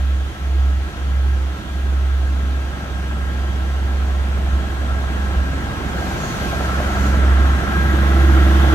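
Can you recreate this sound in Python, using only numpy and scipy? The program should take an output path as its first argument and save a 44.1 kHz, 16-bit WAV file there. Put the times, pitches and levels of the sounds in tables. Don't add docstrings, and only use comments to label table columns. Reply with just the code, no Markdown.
import sys
import numpy as np
from scipy import signal
from scipy.io import wavfile
from scipy.ndimage import uniform_filter1d

SR = 44100
rng = np.random.default_rng(int(sys.argv[2]) if len(sys.argv) > 2 else 0)


def dump(signal):
    limited = np.clip(np.atleast_2d(signal).T, -1, 1)
    pcm = np.round(limited * 32767).astype(np.int16)
    wavfile.write(sys.argv[1], SR, pcm)


def attenuation_scalar(level_db):
    decades = np.asarray(level_db, float) / 20
    return 10 ** decades


N = 385434

# (time [s], lag [firing turns])
LAG = [(0, -.14), (.35, .5), (.92, 1.5), (1.625, 2.5), (1.9, 2.83), (2.15, 3.0), (5.5, 3.0), (6.0, 3.3),
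       (6.31, 3.5), (6.55, 3.72), (7.2, 4.0)]
REAR_SHARE = 0.97
# (time [s], rate [Hz])
FIRING = [(0, 67.3), (2.5, 67.2), (3, 66.9), (4, 67.4), (5.2, 67.1), (6.3, 66.9), (7.4, 67.2), (8, 68.4),
          (8.74, 69.3)]
# (time [s], level [dB])
NOTE = [(0, -16), (.6, -14), (2.2, -16.5), (3.1, -22), (4.0, -17.5), (5.3, -21), (6.9, -19.5), (7.3, -11.5),
        (7.9, -15.5), (8.3, -10), (8.74, -13.5)]
# (multiple of the firing rate [1], level against the rumble [dB], wander [dB])
ORDERS = [(4 / 3, -13.5, 1.5), (5 / 3, -17, 5), (2.0, -14, 3.5), (7 / 3, -20, 3.5), (8 / 3, -14.5, 3.0),
          (10 / 3, -17.5, 3.0), (4.0, -17.5, 2.5)]
# (frequency [Hz], density [dB per Hz])
RUMBLE = [(90, -1), (130, -3), (170, -2.5), (220, -4.5), (280, -6.5), (330, -5), (400, -9.5), (600, -16.5)]
ROAR = [(180, -23), (300, -0.5), (441, -8.5), (554, -8), (624, -6.5), (784, -5.5), (901, -10.5), (1070, -8),
        (1190, -12.5), (1330, -5), (1430, -10), (1630, -5), (1730, -13), (2310, -18.5), (3200, -16.5),
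        (4160, -47), (7040, -120)]
HISS = [(1060, -31), (1800, 1.5), (1970, -1.5), (2160, -6.5), (2430, -7), (3340, -7.5), (5180, -18),
        (5620, -16.5), (6810, -16.5), (7390, -23), (7950, -21.5), (9280, -25), (12000, -26.5),
        (15200, -32.5), (15900, -27)]
# (time [s], sixth harmonic of the tooth rate [Hz])
GEARS = [(0, 1634), (1.7, 1624), (3.2, 1613), (6.5, 1599), (7.1, 1604), (8.74, 1633)]
# (start [s], end [s], first pitch [Hz], last pitch [Hz], level [dB])
WHINES = [
    (0, 3.3, 1324, 1250, -49.5),
    (4.5, 5.9, 1662, 1648, -44),
    (7.3, 9, 1295, 1335, -40),
    (0, 2, 320, 317, -47.5),
    (8, 9, 338, 346, -31),
    (8, 9, 322, 327, -30),
]
# (time [s], frequency [Hz])
TURBO = [(1.4, 7990), (4, 7870), (6.7, 7870), (7.5, 8000), (8.74, 8290)]
# (centre [Hz], width [Hz], time clear [s], level then [dB], slope after [dB per s])
BANDS = [
    (324, 19, 7.24, -35.5, 3.5),
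    (5600, 80, 7.4, -58, -2.5),
    (12000, 1100, 7.8, -55, 1),
    (3500, 300, 8.0, -50, 4),
    (1950, 70, 7.6, -44, 1),
    (1440, 370, 6.77, -35.5, 1),
]
# (time [s], level [dB], pitch [Hz], decay by 60 dB [s])
THUDS = [
    (4.53, -7, 67, .2),
    (5.364, -7, 65, .24),
]
# (enters [s], leaves [s], rise [dB per s], fall [dB per s])
CAR = (6.0, 7.08, 80, 90)
# (frequency [Hz], density [dB per Hz])
TYRES = [(1180, -31), (2000, 8), (2460, 0), (3170, -7.5), (4220, -6), (5330, -11), (6850, -12), (8510, -19),
         (11800, -17.5), (15900, -25)]
# (time [s], peak level [dB], pitch [Hz])
KNOCKS = [(6.235, -18, 659), (6.423, -20, 570), (6.529, -15.5, 665), (6.605, -23, 580), (6.802, -11.5, 600),
          (6.903, -15, 750)]
# (frequency [Hz], coherence [0-1])
SAME = [(60, 0.5), (125, 0.9), (250, 0.93), (500, 0.5), (1000, 0.7), (2000, 0.36), (4000, 0.185), (8000, 0)]
# (frequency [Hz], left lead [rad])
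LEAD = [(0, .1), (67, 0.12), (300, 0.21), (600, 0.55), (950, 1.74), (1290, 1.38), (1720, 2.1), (2070, 1.2),
        (3530, 2.55), (16000, 16)]
# (frequency [Hz], left over right [dB])
TILT = [(60, -2.0), (110, -2), (200, -1.5), (380, -2), (700, -0.5), (1290, 1), (2380, 0.5), (4400, -0.5),
        (8120, 0.5), (15000, -4)]
# (time [s], level [dB], half length [s])
GROUND = (-37, [(6.2, 5, 2.3)])
# (frequency [Hz], density [dB per Hz])
SHUDDER = [(20, -22), (32, -14), (45, -8), (60, -2.5), (85, -0.5), (110, -5)]
# (time [s], depth [dB], half length [s])
FADES = [(2.8, -9.5, 0.13), (4.7, -5, 0.089), (5.75, -7.5, 0.14), (6.92, -3, .05), (7.66, -10, .1)]
# (time [s], nearness [dB])
NEAR = [(0, 0), (2, 1.5), (4, 4), (5.5, 6.5), (6.5, 9.5), (7.7, 10), (8.74, 13)]

# (level at the platform [dB], share of nearness [1])
RUMBLE_LAW, ROAR_LAW, HISS_LAW = (-36.5, 1.03), (-40, 1), (-53, 1.2)
THIRD_LAW, RING_LAW, TURBO_LAW = (-49, 1.32), (-60.5, .5), (-62, .8)
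STILL_HISS_DB = -46.8
# (harmonic [1], level at the platform [dB], share of nearness [1])
TEETH = [(6, -51, 1), (5, -53, 1.23), (4, -56.5, 1.2), (7, -64.5, 1.05)]
# (harmonic, 3 exhaust, others gear [1], time [s], level [dB], half length [s])
SINGS = [(3, 3.44, 5, .4), (3, 6.0, 4, .15), (3, 7.1, 7, .2), (3, 7.95, 4, .12), (6, 1.7, 1.5, .4),
         (6, 3.2, 4, .4), (6, 4.34, -7, .5), (6, 6.5, 3, .3), (6, 7.77, 9, 0.32), (5, 7.1, 5, 0.48),
         (5, .2, -5, .6), (5, 6, -4, .4)]
WHINE_FADE_S = .15
CLEARING_DB_PER_S = 30
# (centre [Hz], width [Hz])
RING = (3260, 32)
TYRE_DB, DRONE_DB, TREAD_DB = -43, -39.5, -54
# (time [s], level [dB], half length [s])
COARSE = [
    (6.28, 10, .15),
    (7.03, 8, .1),
]
GEAR_WOBBLE_HZ = 2.2
# (time [s], peak level [dB], pitch [Hz])
CLACKS = [(7.839, -16, 961), (8.004, -17, 1300), (8.18, -19, 530), (8.349, -20, 579), (8.62, -19, 1100)]


def evened(x):
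    return x / np.sqrt(np.mean(x ** 2) + 1e-20)


def read(points, hz):
    f, value = np.transpose(points)
    return np.interp(np.log(hz + 1), np.log(f + 1), value)


def play(rows):
    s, value = np.transpose(rows)
    return np.interp(np.arange(N) / SR, s, value)


def slow(rate_hz):
    t = np.arange(0, N + 256, 256) / SR
    x = 0
    for f in np.geomspace(rate_hz / 20, rate_hz, 20):
        x = x + np.sin(2 * np.pi * (f * t + rng.random())) / np.sqrt(f)
    return np.interp(np.arange(N) / SR, t, evened(x))


def swells(rows):
    t = np.arange(N) / SR
    return sum((db * np.exp(-((t - s) / half) ** 2) for s, db, half in rows), 0 * t)


def follow(law):
    platform_db, share = law
    return platform_db + share * play(NEAR)


def cleared(s, db, db_per_s):
    late = np.arange(N) / SR - s
    return db + np.where(late < 0, CLEARING_DB_PER_S, db_per_s) * late


def sings(k):
    return swells([row[1:] for row in SINGS if round(row[0]) == k])


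def spectrum(points, lo_hz, hi_hz):
    def colour(hz):
        skirts = (1 + (lo_hz / (hz + 1)) ** 8) * (1 + (hz / hi_hz) ** 8)
        return read(points, hz) - 10 * np.log10(skirts)
    return colour


def hump(hz, width_hz):
    return lambda f: -20 * np.log10(1 + ((f - hz) / width_hz) ** 2)


def noise(layers, patchy_db, size=1024):
    hop = size // 4
    frames, hz = N // hop + 5, np.fft.rfftfreq(size, 1 / SR)
    a, b, c, d, patches = rng.standard_normal((frames, len(hz), 5)).T
    patches = uniform_filter1d(patches, size=8, axis=0)
    patches = evened(uniform_filter1d(patches, size=10, axis=1))
    same = np.clip(read(SAME, hz), 0, 1)
    lead = np.interp(hz, *np.transpose(LEAD))
    weak = attenuation_scalar(-read(TILT, hz))
    middle = 1 + weak ** 2 + 2 * weak * same * np.cos(lead)
    at = np.minimum(np.arange(frames) * hop, N - 1)
    power = 0
    for colour, db in layers:
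        density = attenuation_scalar(2 * colour(hz))
        power = power + np.outer(density / np.sum(density * middle), attenuation_scalar(2 * db[at]))
    left = a + 1j * b
    shared = (same * np.exp(-1j * lead))[:, None] * left
    private = np.sqrt(1 - same ** 2)[:, None] * (c + 1j * d)
    right = weak[:, None] * (shared + private)
    z = np.array([left, right]) * np.sqrt(power) * attenuation_scalar(patchy_db * patches)
    x = signal.istft(z, nperseg=size, noverlap=size - hop)[1][:, :N]
    wanted_power = sum(np.mean(attenuation_scalar(2 * db)) for _, db in layers)
    return x * np.sqrt(wanted_power / np.mean(x.mean(0) ** 2))


def tone(turns, hz):
    lead, tilt_db = np.interp(hz, *np.transpose(LEAD)), read(TILT, hz)
    left = attenuation_scalar(tilt_db / 2) * np.sin(2 * np.pi * turns)
    right = attenuation_scalar(-tilt_db / 2) * np.sin(2 * np.pi * turns - lead)
    return np.sqrt(2) * np.array([left, right])


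def whistle(hz, wobble_hz, wander_db, rate_hz=30.):
    turns = np.cumsum(hz + wobble_hz * slow(rate_hz)) / SR + rng.random()
    return attenuation_scalar(wander_db * slow(36.)) * tone(turns, np.mean(hz))


def blows(rows, rise_s):
    out, u = np.zeros((2, N)), np.arange(SR // 2) / SR
    for s, db, hz, t60 in rows:
        start = round(s * SR)
        decay = attenuation_scalar(db - 5.5 - 60 * u / t60)
        ring = decay * (1 - np.exp(-u / rise_s)) * tone(hz * u, hz)
        out[:, start:][:, :len(u)] += ring[:, :N - start]
    return out


def tyre_layers():
    t = np.arange(N) / SR
    enters, leaves, rise_db, fall_db = CAR
    car_db = np.minimum(np.minimum(rise_db * (t - enters), fall_db * (leaves - t)), 0)
    surge_db = 1.7 * slow(16.)
    return [(spectrum(TYRES, 2600, 17000), TYRE_DB + car_db + surge_db),
            (hump(690, 190), DRONE_DB + .6 * car_db),
            (hump(6400, 700), TREAD_DB + car_db + swells(COARSE))]


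def air():
    layers = [(hump(hz, width_hz), cleared(*rule)) for hz, width_hz, *rule in BANDS[1:-1]]
    layers.append((hump(*RING), follow(RING_LAW)))
    for law in (HISS_LAW, (STILL_HISS_DB, 0)):
        layers.append((spectrum(HISS, 2120, 17000), follow(law) + 0.9))
    return noise(layers + tyre_layers(), patchy_db=1.0)


def car_knocks():
    return blows([(s, db + 3.0, hz, .035) for s, db, hz in KNOCKS], rise_s=0.00072)


def rail_thuds():
    return blows(THUDS, rise_s=0.0071)


def panel_clacks():
    return blows([(s, db - 3, hz, .025) for s, db, hz in CLACKS], rise_s=.0008)


def ground_db():
    return GROUND[0] + swells(GROUND[1])


def throb(depth):
    crank = 2 * np.pi * np.cumsum(play(FIRING)) / SR / 3
    near = depth * attenuation_scalar(.5 * (follow(ROAR_LAW) + 35))
    return 1 + near * (.09 * np.cos(crank) + 0.043 * np.cos(crank / 2) + 0.076 * np.cos(3 * crank))


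def body():
    boom_hz, boom_width, *boom = BANDS[0]
    bay_hz, bay_width, *bay = BANDS[-1]
    low = noise([(spectrum(RUMBLE, 98, 420), follow(RUMBLE_LAW) - 1.5),
                 (spectrum(SHUDDER, 15, 103), ground_db()),
                 (hump(boom_hz, boom_width), cleared(*boom))], patchy_db=1.0, size=2048)
    roar = noise([(spectrum(ROAR, 427, 2290), follow(ROAR_LAW)),
                  (hump(bay_hz, bay_width), cleared(*bay))], patchy_db=1.0)
    return throb(depth=.6) * low + throb(depth=1.3) * roar


def whines():
    t, sixth_hz = np.arange(N) / SR, play(GEARS)
    out = np.zeros((2, N))
    for k, *law in TEETH:
        level = attenuation_scalar(follow(law) + sings(k) + 2.0)
        out += level * whistle(sixth_hz * k / 6, wobble_hz=GEAR_WOBBLE_HZ, wander_db=2.2)
    for start, end, from_hz, to_hz, db in WHINES:
        on = np.clip(.5 + np.minimum(t - start, end - t) / WHINE_FADE_S, 0, 1)
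        hz = np.interp(t, [start, end], [from_hz, to_hz])
        out += on * attenuation_scalar(db) * whistle(hz, wobble_hz=1.43, wander_db=1.0)
    turbo_level = np.clip(.5 * t - .3, 0, 1) * attenuation_scalar(follow(TURBO_LAW) - 6.0)
    return out + turbo_level * whistle(play(TURBO), wobble_hz=50., wander_db=1.7, rate_hz=84.)


def engines():
    firing_hz, lag = play(FIRING), play(LAG)
    turns = np.cumsum(firing_hz) / SR
    pair = tone(turns + lag / 2, 67) + REAR_SHARE * tone(turns - lag / 2, 67)
    note_db = play(NOTE) + swells(FADES) + 0.26 * slow(13.0)
    note = attenuation_scalar(note_db) * pair / (1 + REAR_SHARE)
    orders = np.zeros((2, N))
    for k, db, wander_db in ORDERS:
        orders += attenuation_scalar(db + wander_db * slow(4.)) * tone(k * turns + rng.random(), 67 * k)
    second = attenuation_scalar(ground_db() - 5.5 + 2.2 * slow(4.07)) * tone(2 / 3 * turns, 45)
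    third_level = attenuation_scalar(follow(THIRD_LAW) + sings(k=3))
    third = third_level * whistle(3 * firing_hz, wobble_hz=1.66, wander_db=1.0)
    return note + second + third + attenuation_scalar(follow(RUMBLE_LAW)) * orders


def scene():
    return air() + car_knocks() + rail_thuds() + panel_clacks() + body() + whines() + engines()


def band_limit(x):
    return signal.sosfilt(signal.butter(12, 16030, fs=SR, output="sos"), x)


def record(dry):
    edge = signal.firwin(601, 15680, window=("kaiser", 8), fs=SR)
    mix = signal.oaconvolve(dry, edge[None], "same")
    return band_limit(mix)


dry = scene()
out = record(dry)
dump(out)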